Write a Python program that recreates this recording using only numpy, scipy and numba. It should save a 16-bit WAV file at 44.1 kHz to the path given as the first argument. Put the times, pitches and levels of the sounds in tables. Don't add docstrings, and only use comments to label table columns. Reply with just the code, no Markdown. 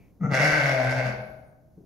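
import sys
import numpy as np
from scipy import signal
from scipy.fft import rfft, irfft
from scipy.io import wavfile
from scipy.ndimage import map_coordinates
from numba import njit

SR = 44100
rng = np.random.default_rng(int(sys.argv[2]) if len(sys.argv) > 2 else 0)


def transcribe(u):
    v = np.clip(np.atleast_2d(u).T, -1, 1)
    q = np.round(v * 32767).astype(np.int16)
    wavfile.write(sys.argv[1], SR, q)


N = 81585
TIME_S = np.arange(N) / SR


def undb(db):
    return 10 ** (np.asarray(db) / 20)


def curve(table, column=1):
    rows = np.array(table, float)
    return np.interp(TIME_S, rows[:, 0], rows[:, column])


def fader(table, column=1):
    return undb(curve(table, column)) * (TIME_S > table[0][0]) * (TIME_S < table[-1][0])


def at_hz(table, hz):
    rows = np.array(table, float)
    return np.interp(np.log(np.maximum(hz, 1)), np.log(rows[:, 0]), rows[:, 1])


def unit(x):
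    return x / np.sqrt(np.mean(x ** 2))


def colour(x, table, share=1):
    size = 2 * N
    cepstrum = irfft(np.log(undb(share * at_hz(table, np.arange(N + 1) * SR / size))))
    cepstrum[1:N] *= 2
    cepstrum[N + 1:] = 0
    return irfft(rfft(x, size) * np.exp(rfft(cepstrum)))[:N]


@njit
def moving_bandpass(x, hz, width):
    y, band_state, low_state = np.empty(len(x)), 0., 0.
    for i in range(len(x)):
        step, damping = np.tan(np.pi * hz[i] / SR), width[i] / hz[i]
        swing = (band_state + step * (x[i] + 1e-18 - low_state)) / (1 + step * (step + damping))
        band_state = 2 * swing - band_state
        low_state += 2 * step * swing
        y[i] = damping * swing
    return y


def band(x, hz, width, order=2):
    for _ in range(order):
        x = moving_bandpass(x, hz * np.ones(N), width * np.ones(N))
    return x


def delay(x, lag_s):
    return map_coordinates(x, [np.arange(N) - lag_s * SR], mode="nearest")


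# frequency_hz, relative_db
ROOM_TONE_SPECTRUM = [(25, -14.5), (55, 0.5), (100, -3.5), (170, -3.5), (300, -12), (650, -20),
                      (1200, -34.5), (3000, -47.5), (5000, -44.5), (6400, -41.5), (8000, -52.5),
                      (11500, -42), (15500, -45)]
# time_s, gain_db
ROOM_TONE_SWELL = [(0, -54), (.2, -60), (.9, -48.5), (1.35, -54.5), (1.55, -61), (1.85, -58.5)]

def room_tone():
    mid, left, right = (unit(colour(rng.standard_normal(N), ROOM_TONE_SPECTRUM)) for _ in range(3))
    return undb(curve(ROOM_TONE_SWELL)) * (mid + 0.71 * np.array([left, right]))


def bird_chirp(peak_s=0.015, fade_s=0.085, level_db=-69.5):
    chirp = unit(band(rng.standard_normal(N), hz=2260, width=610))
    return undb(level_db) * chirp * np.exp(-((TIME_S - peak_s) / fade_s) ** 2)


# time_s, pitch_hz
FOLD_PITCH = [(.2, 186), (.228, 168), (.25, 151), (.285, 146), (.31, 147), (.332, 130), (.38, 129),
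              (.416, 140), (.448, 153), (.48, 153), (.515, 146), (.56, 155), (.612, 136), (.67, 139),
              (.76, 130), (.81, 126.5), (.86, 127), (.91, 130), (.98, 128), (1.1, 124)]

def vocal_folds(jitter_cycles=.018, shimmer_db=2, puff_cycles=0.38):
    cycles = np.cumsum(curve(FOLD_PITCH)) / SR
    count = int(cycles[-1])
    timing, strength = rng.standard_normal((400, 2))[:count].T
    starts = np.interp(np.arange(count) + jitter_cycles * timing, cycles, np.arange(N))
    slaps = np.zeros(N)
    slaps[np.sort(starts).astype(int)] = undb(shimmer_db * strength)
    puff_decay = np.exp(-cycles[-1] / N / puff_cycles)
    airflow = signal.lfilter([1], [1, -puff_decay], slaps)
    return unit(slaps - slaps.mean()), unit(airflow * rng.standard_normal(N)), cycles


def breathy(slaps, puffs, breath):
    return np.sqrt(1 - breath) * slaps + np.sqrt(breath) * puffs


# time_s, level_db
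HUM_LEVEL = [(.195, -91), (.212, -33), (.25, -19.5), (.268, -49), (.285, -30), (.302, -27.5), (.32, -22),
             (.342, -37.5), (.43, -29.5), (.52, -32.5), (.7, -31), (.8, -40), (.87, -30), (.935, -45),
             (.98, -29), (1.02, -41.5), (1.06, -31.5), (1.11, -49.5), (1.15, -64.5)]
# centre_hz, width_hz, relative_db
NOSE_RESONANCES = [(478, 110, -2.5), (704, 340, -7.5), (1304, 170, 1.5), (2010, 480, -15.5),
                   (6260, 1500, -36.5)]
# time_s, level_db
NOSE_LEVEL = [(.202, -70), (.21, -55.5), (.24, -39), (.262, -35.5), (.283, -50.5), (.3, -42.5), (.33, -32),
              (.36, -73)]

def hum(slaps, puffs, cycles):
    source = breathy(slaps, puffs, breath=0.08)
    nose = sum(undb(db) * band(source, hz, width, order=3) for hz, width, db in NOSE_RESONANCES)
    fundamental = unit(np.cos(2 * np.pi * cycles))
    return unit(nose) * fader(NOSE_LEVEL) + fundamental * fader(HUM_LEVEL)


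# peak_s, half_length_s, pitch_hz, level_db
THROAT_CROAKS = [(.235, .022, 194, -31), (.27, 0.0084, 206, -26.5), (.32, 0.012, 183, -26.5),
                 (1.085, 0.033, 215, -39)]

def croaks(roughness=0.39):
    out = np.zeros(N)
    for peak_s, half_length_s, hz, db in THROAT_CROAKS:
        rattle = unit(band(rng.standard_normal(N), hz, width=hz))
        tone = unit(np.sin(2 * np.pi * hz * (TIME_S - peak_s))) + roughness * rattle
        out += undb(db) * tone * np.exp(-((TIME_S - peak_s) / half_length_s) ** 2)
    return out


# time_s, opening (0 nearly shut, 1 wide open)
JAW_OPENING = [(.305, .05), (.35, 0.82), (.46, 0.92), (.62, .85), (.78, 0.1), (1.0, 0.23), (1.12, 0.17)]
# shut_hz, open_hz, width_hz, shut_db, open_db
THROAT_RESONANCES = [(264, 310, 67, -3, -1.5), (468, 554, 120, -8, -9), (593.7, 630, 234, 4.5, 4),
                     (777.7, 856, 73, -37, -5.5), (1348, 1370, 87, -16, -2.5), (1535, 1534, 243, 0.5, 7),
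                     (2034, 1987, 312, -4, 5.5), (2154, 2146, 189, -2.5, 6.5), (2296, 2510, 360, -19, -9.5),
                     (3433, 3100, 300, -19.5, -29.5)]
# frequency_hz, relative_db
RASP_SPECTRUM = [(1500, -28), (2600, -21.5), (3100, -13), (3750, -1), (4500, 8.5), (5600, 5), (6800, -1.5),
                 (8000, -10.5), (9600, -10.5), (11300, -6.5), (13000, -21.5), (15500, -33.5)]
# time_s, voice_db, rasp_db
MOUTH_LEVELS = [(.292, -61, -90), (.316, -32.5, -53), (.346, -24, -39), (.385, -23.5, -46.5),
                (.445, -24, -38.5), (.55, -25, -45), (.69, -28.5, -47), (.8, -30, -53), (.85, -31.5, -51),
                (.88, -31, -57.5), (.912, -28.5, -43), (.94, -34, -59.5), (.98, -30, -49.5),
                (1.018, -32.5, -58.5), (1.06, -30, -49), (1.105, -39, -62), (1.19, -66, -99)]

def open_mouth(slaps, puffs):
    source = breathy(slaps, puffs, breath=0.34)
    jaw = curve(JAW_OPENING)
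    throat, power = 0, 0
    for shut_hz, open_hz, width, shut_db, open_db in THROAT_RESONANCES:
        gain = undb(shut_db + jaw * (open_db - shut_db))
        throat += gain * band(source, shut_hz + jaw * (open_hz - shut_hz), width)
        power += width * gain ** 2
    voice = unit(throat / np.sqrt(power)) * fader(MOUTH_LEVELS)
    rasp = unit(colour(puffs, RASP_SPECTRUM)) * fader(MOUTH_LEVELS, column=2)
    return voice + rasp


# centre_hz, width_hz, gain_db
WALL_MODES = [(126.7, 2, 4), (133.9, 1.5, -0.5), (165, 7.7, -8), (603, 1.8, -2)]

def standing_waves(x):
    return sum(undb(db) * band(x, hz, width, order=1) for hz, width, db in WALL_MODES)


# left_delay_s, right_delay_s, gain_db
FIRST_ECHOES = [(.0011, 0.001457, -8), (.0029, .0026, -7.5), (.0047, .0052, -9)]

def first_reflections(x):
    bright = band(x, hz=2400, width=4500)
    return sum(undb(db) * np.array([delay(bright, left_s), delay(bright, right_s)])
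               for left_s, right_s, db in FIRST_ECHOES)


# frequency_hz, t60_s
REVERB_DECAY = [(100, 1.2), (300, 1.0), (600, 1.15), (1200, 0.8146), (2300, 0.62), (4300, 0.66),
                (8000, 0.22), (14000, 1.7)]
# frequency_hz, gain_db
REVERB_GAIN = [(100, -5.5), (300, -2.5), (600, 3.5), (1500, 0.5), (2300, 1.5), (5000, 2.5), (8000, 1.5),
               (12000, -1.5)]
# frequency_hz, coherence (0-1)
REVERB_COHERENCE = [(120, .98), (300, 1), (700, .55), (1300, 0), (5000, .05), (10000, .7)]

def barn_reverb(x, build_s=0.006):
    hz = np.fft.rfftfreq(N, 1 / SR)
    mid, side = rfft(rng.standard_normal((2, N)))
    alike = at_hz(REVERB_COHERENCE, hz)
    noise = np.sqrt((1 + alike) / 2) * mid + np.sqrt((1 - alike) / 2) * side * np.array([[1], [-1]])
    build = 1 - np.exp(-TIME_S / build_s)
    centres, response = 62.5 * 2 ** np.arange(9), 0
    for centre, weights in zip(centres, np.eye(len(centres))):
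        decay = build * np.exp(-np.log(1000) * TIME_S / at_hz(REVERB_DECAY, centre))
        octave = irfft(noise * np.interp(hz, centres, weights), N)
        response += octave * decay / np.sqrt(np.sum(decay ** 2)) * undb(at_hz(REVERB_GAIN, centre))
    return np.array([signal.fftconvolve(x, channel)[:N] for channel in response])


# start_s, level_db, pitch_hz
HOOF_FALLS = [(0.524, -38, 70), (1.772, -44.5, 179.8), (1.802, -48.5, 163.4)]
# pitch_ratio, gain_db, t60_s
THUD_MODES = [(.35, -13.5, 0.18), (1, 6.5, 0.099), (1.3, -1.5, 0.089), (1.75, -3, 0.16), (2.4, -6.5, 0.23),
              (3.1, -19.5, 0.1), (4.3, -19, 0.06), (6, -25.5, .05)]

def hooves(attack_s=0.0034):
    out = np.zeros(N)
    for start_s, level_db, hz in HOOF_FALLS:
        age = np.maximum(TIME_S - start_s, 0)
        push = 1 - np.exp(-(age / attack_s) ** 2)
        for ratio, gain_db, t60_s in THUD_MODES:
            decay = np.exp(-np.log(1000) * age / t60_s)
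            out += undb(level_db + gain_db) * push * decay * np.sin(2 * np.pi * hz * ratio * age)
    return out


# time_s, level_db
OVERTONE_LEVEL = [(.66, -60), (.745, -36), (.815, -27), (.85, -39.5), (.88, -51), (.93, -50.5),
                  (1.05, -38.5), (1.1, -59)]

def throat_overtone(cycles):
    return unit(np.sin(2 * np.pi * 5 * cycles)) * fader(OVERTONE_LEVEL)


# time_s, pitch_hz, level_db
WHISTLE_ARCH = [(1.13, 9550, -94), (1.16, 9650, -83), (1.21, 10650, -78), (1.27, 11000, -76),
                (1.31, 11400, -75), (1.38, 10750, -86), (1.43, 9850, -89), (1.485, 9300, -79),
                (1.56, 8550, -96)]

def bird_whistle(flutter_db=3.5, flutter_hz=40):
    flutter = undb(flutter_db * unit(band(rng.standard_normal(N), flutter_hz, 2 * flutter_hz)))
    tone = np.sin(2 * np.pi * np.cumsum(curve(WHISTLE_ARCH)) / SR)
    return unit(flutter * tone) * fader(WHISTLE_ARCH, column=2)


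# frequency_hz, left_minus_right_db
MIC_BALANCE = [(110, 2.5), (400, 5), (700, 4.5), (1300, 2), (2400, 1), (4400, -7), (6000, -10.5),
               (7500, -2.5), (9000, 0.5), (12000, -3.5)]

def scene():
    slaps, puffs, cycles = vocal_folds()
    bleat = hum(slaps, puffs, cycles) + croaks() + open_mouth(slaps, puffs) + throat_overtone(cycles)
    ram = bleat + hooves()
    birds = bird_chirp() + bird_whistle()
    left, right = ram + birds + standing_waves(ram) + first_reflections(ram) + barn_reverb(ram)
    stereo = np.array([colour(left, MIC_BALANCE, share=.5), colour(right, MIC_BALANCE, share=-.5)])
    return stereo + room_tone()


def record(dry):
    return signal.sosfilt(signal.ellip(10, .2, 80, 15600, fs=SR, output="sos"), dry)


dry = scene()
out = record(dry)
transcribe(out)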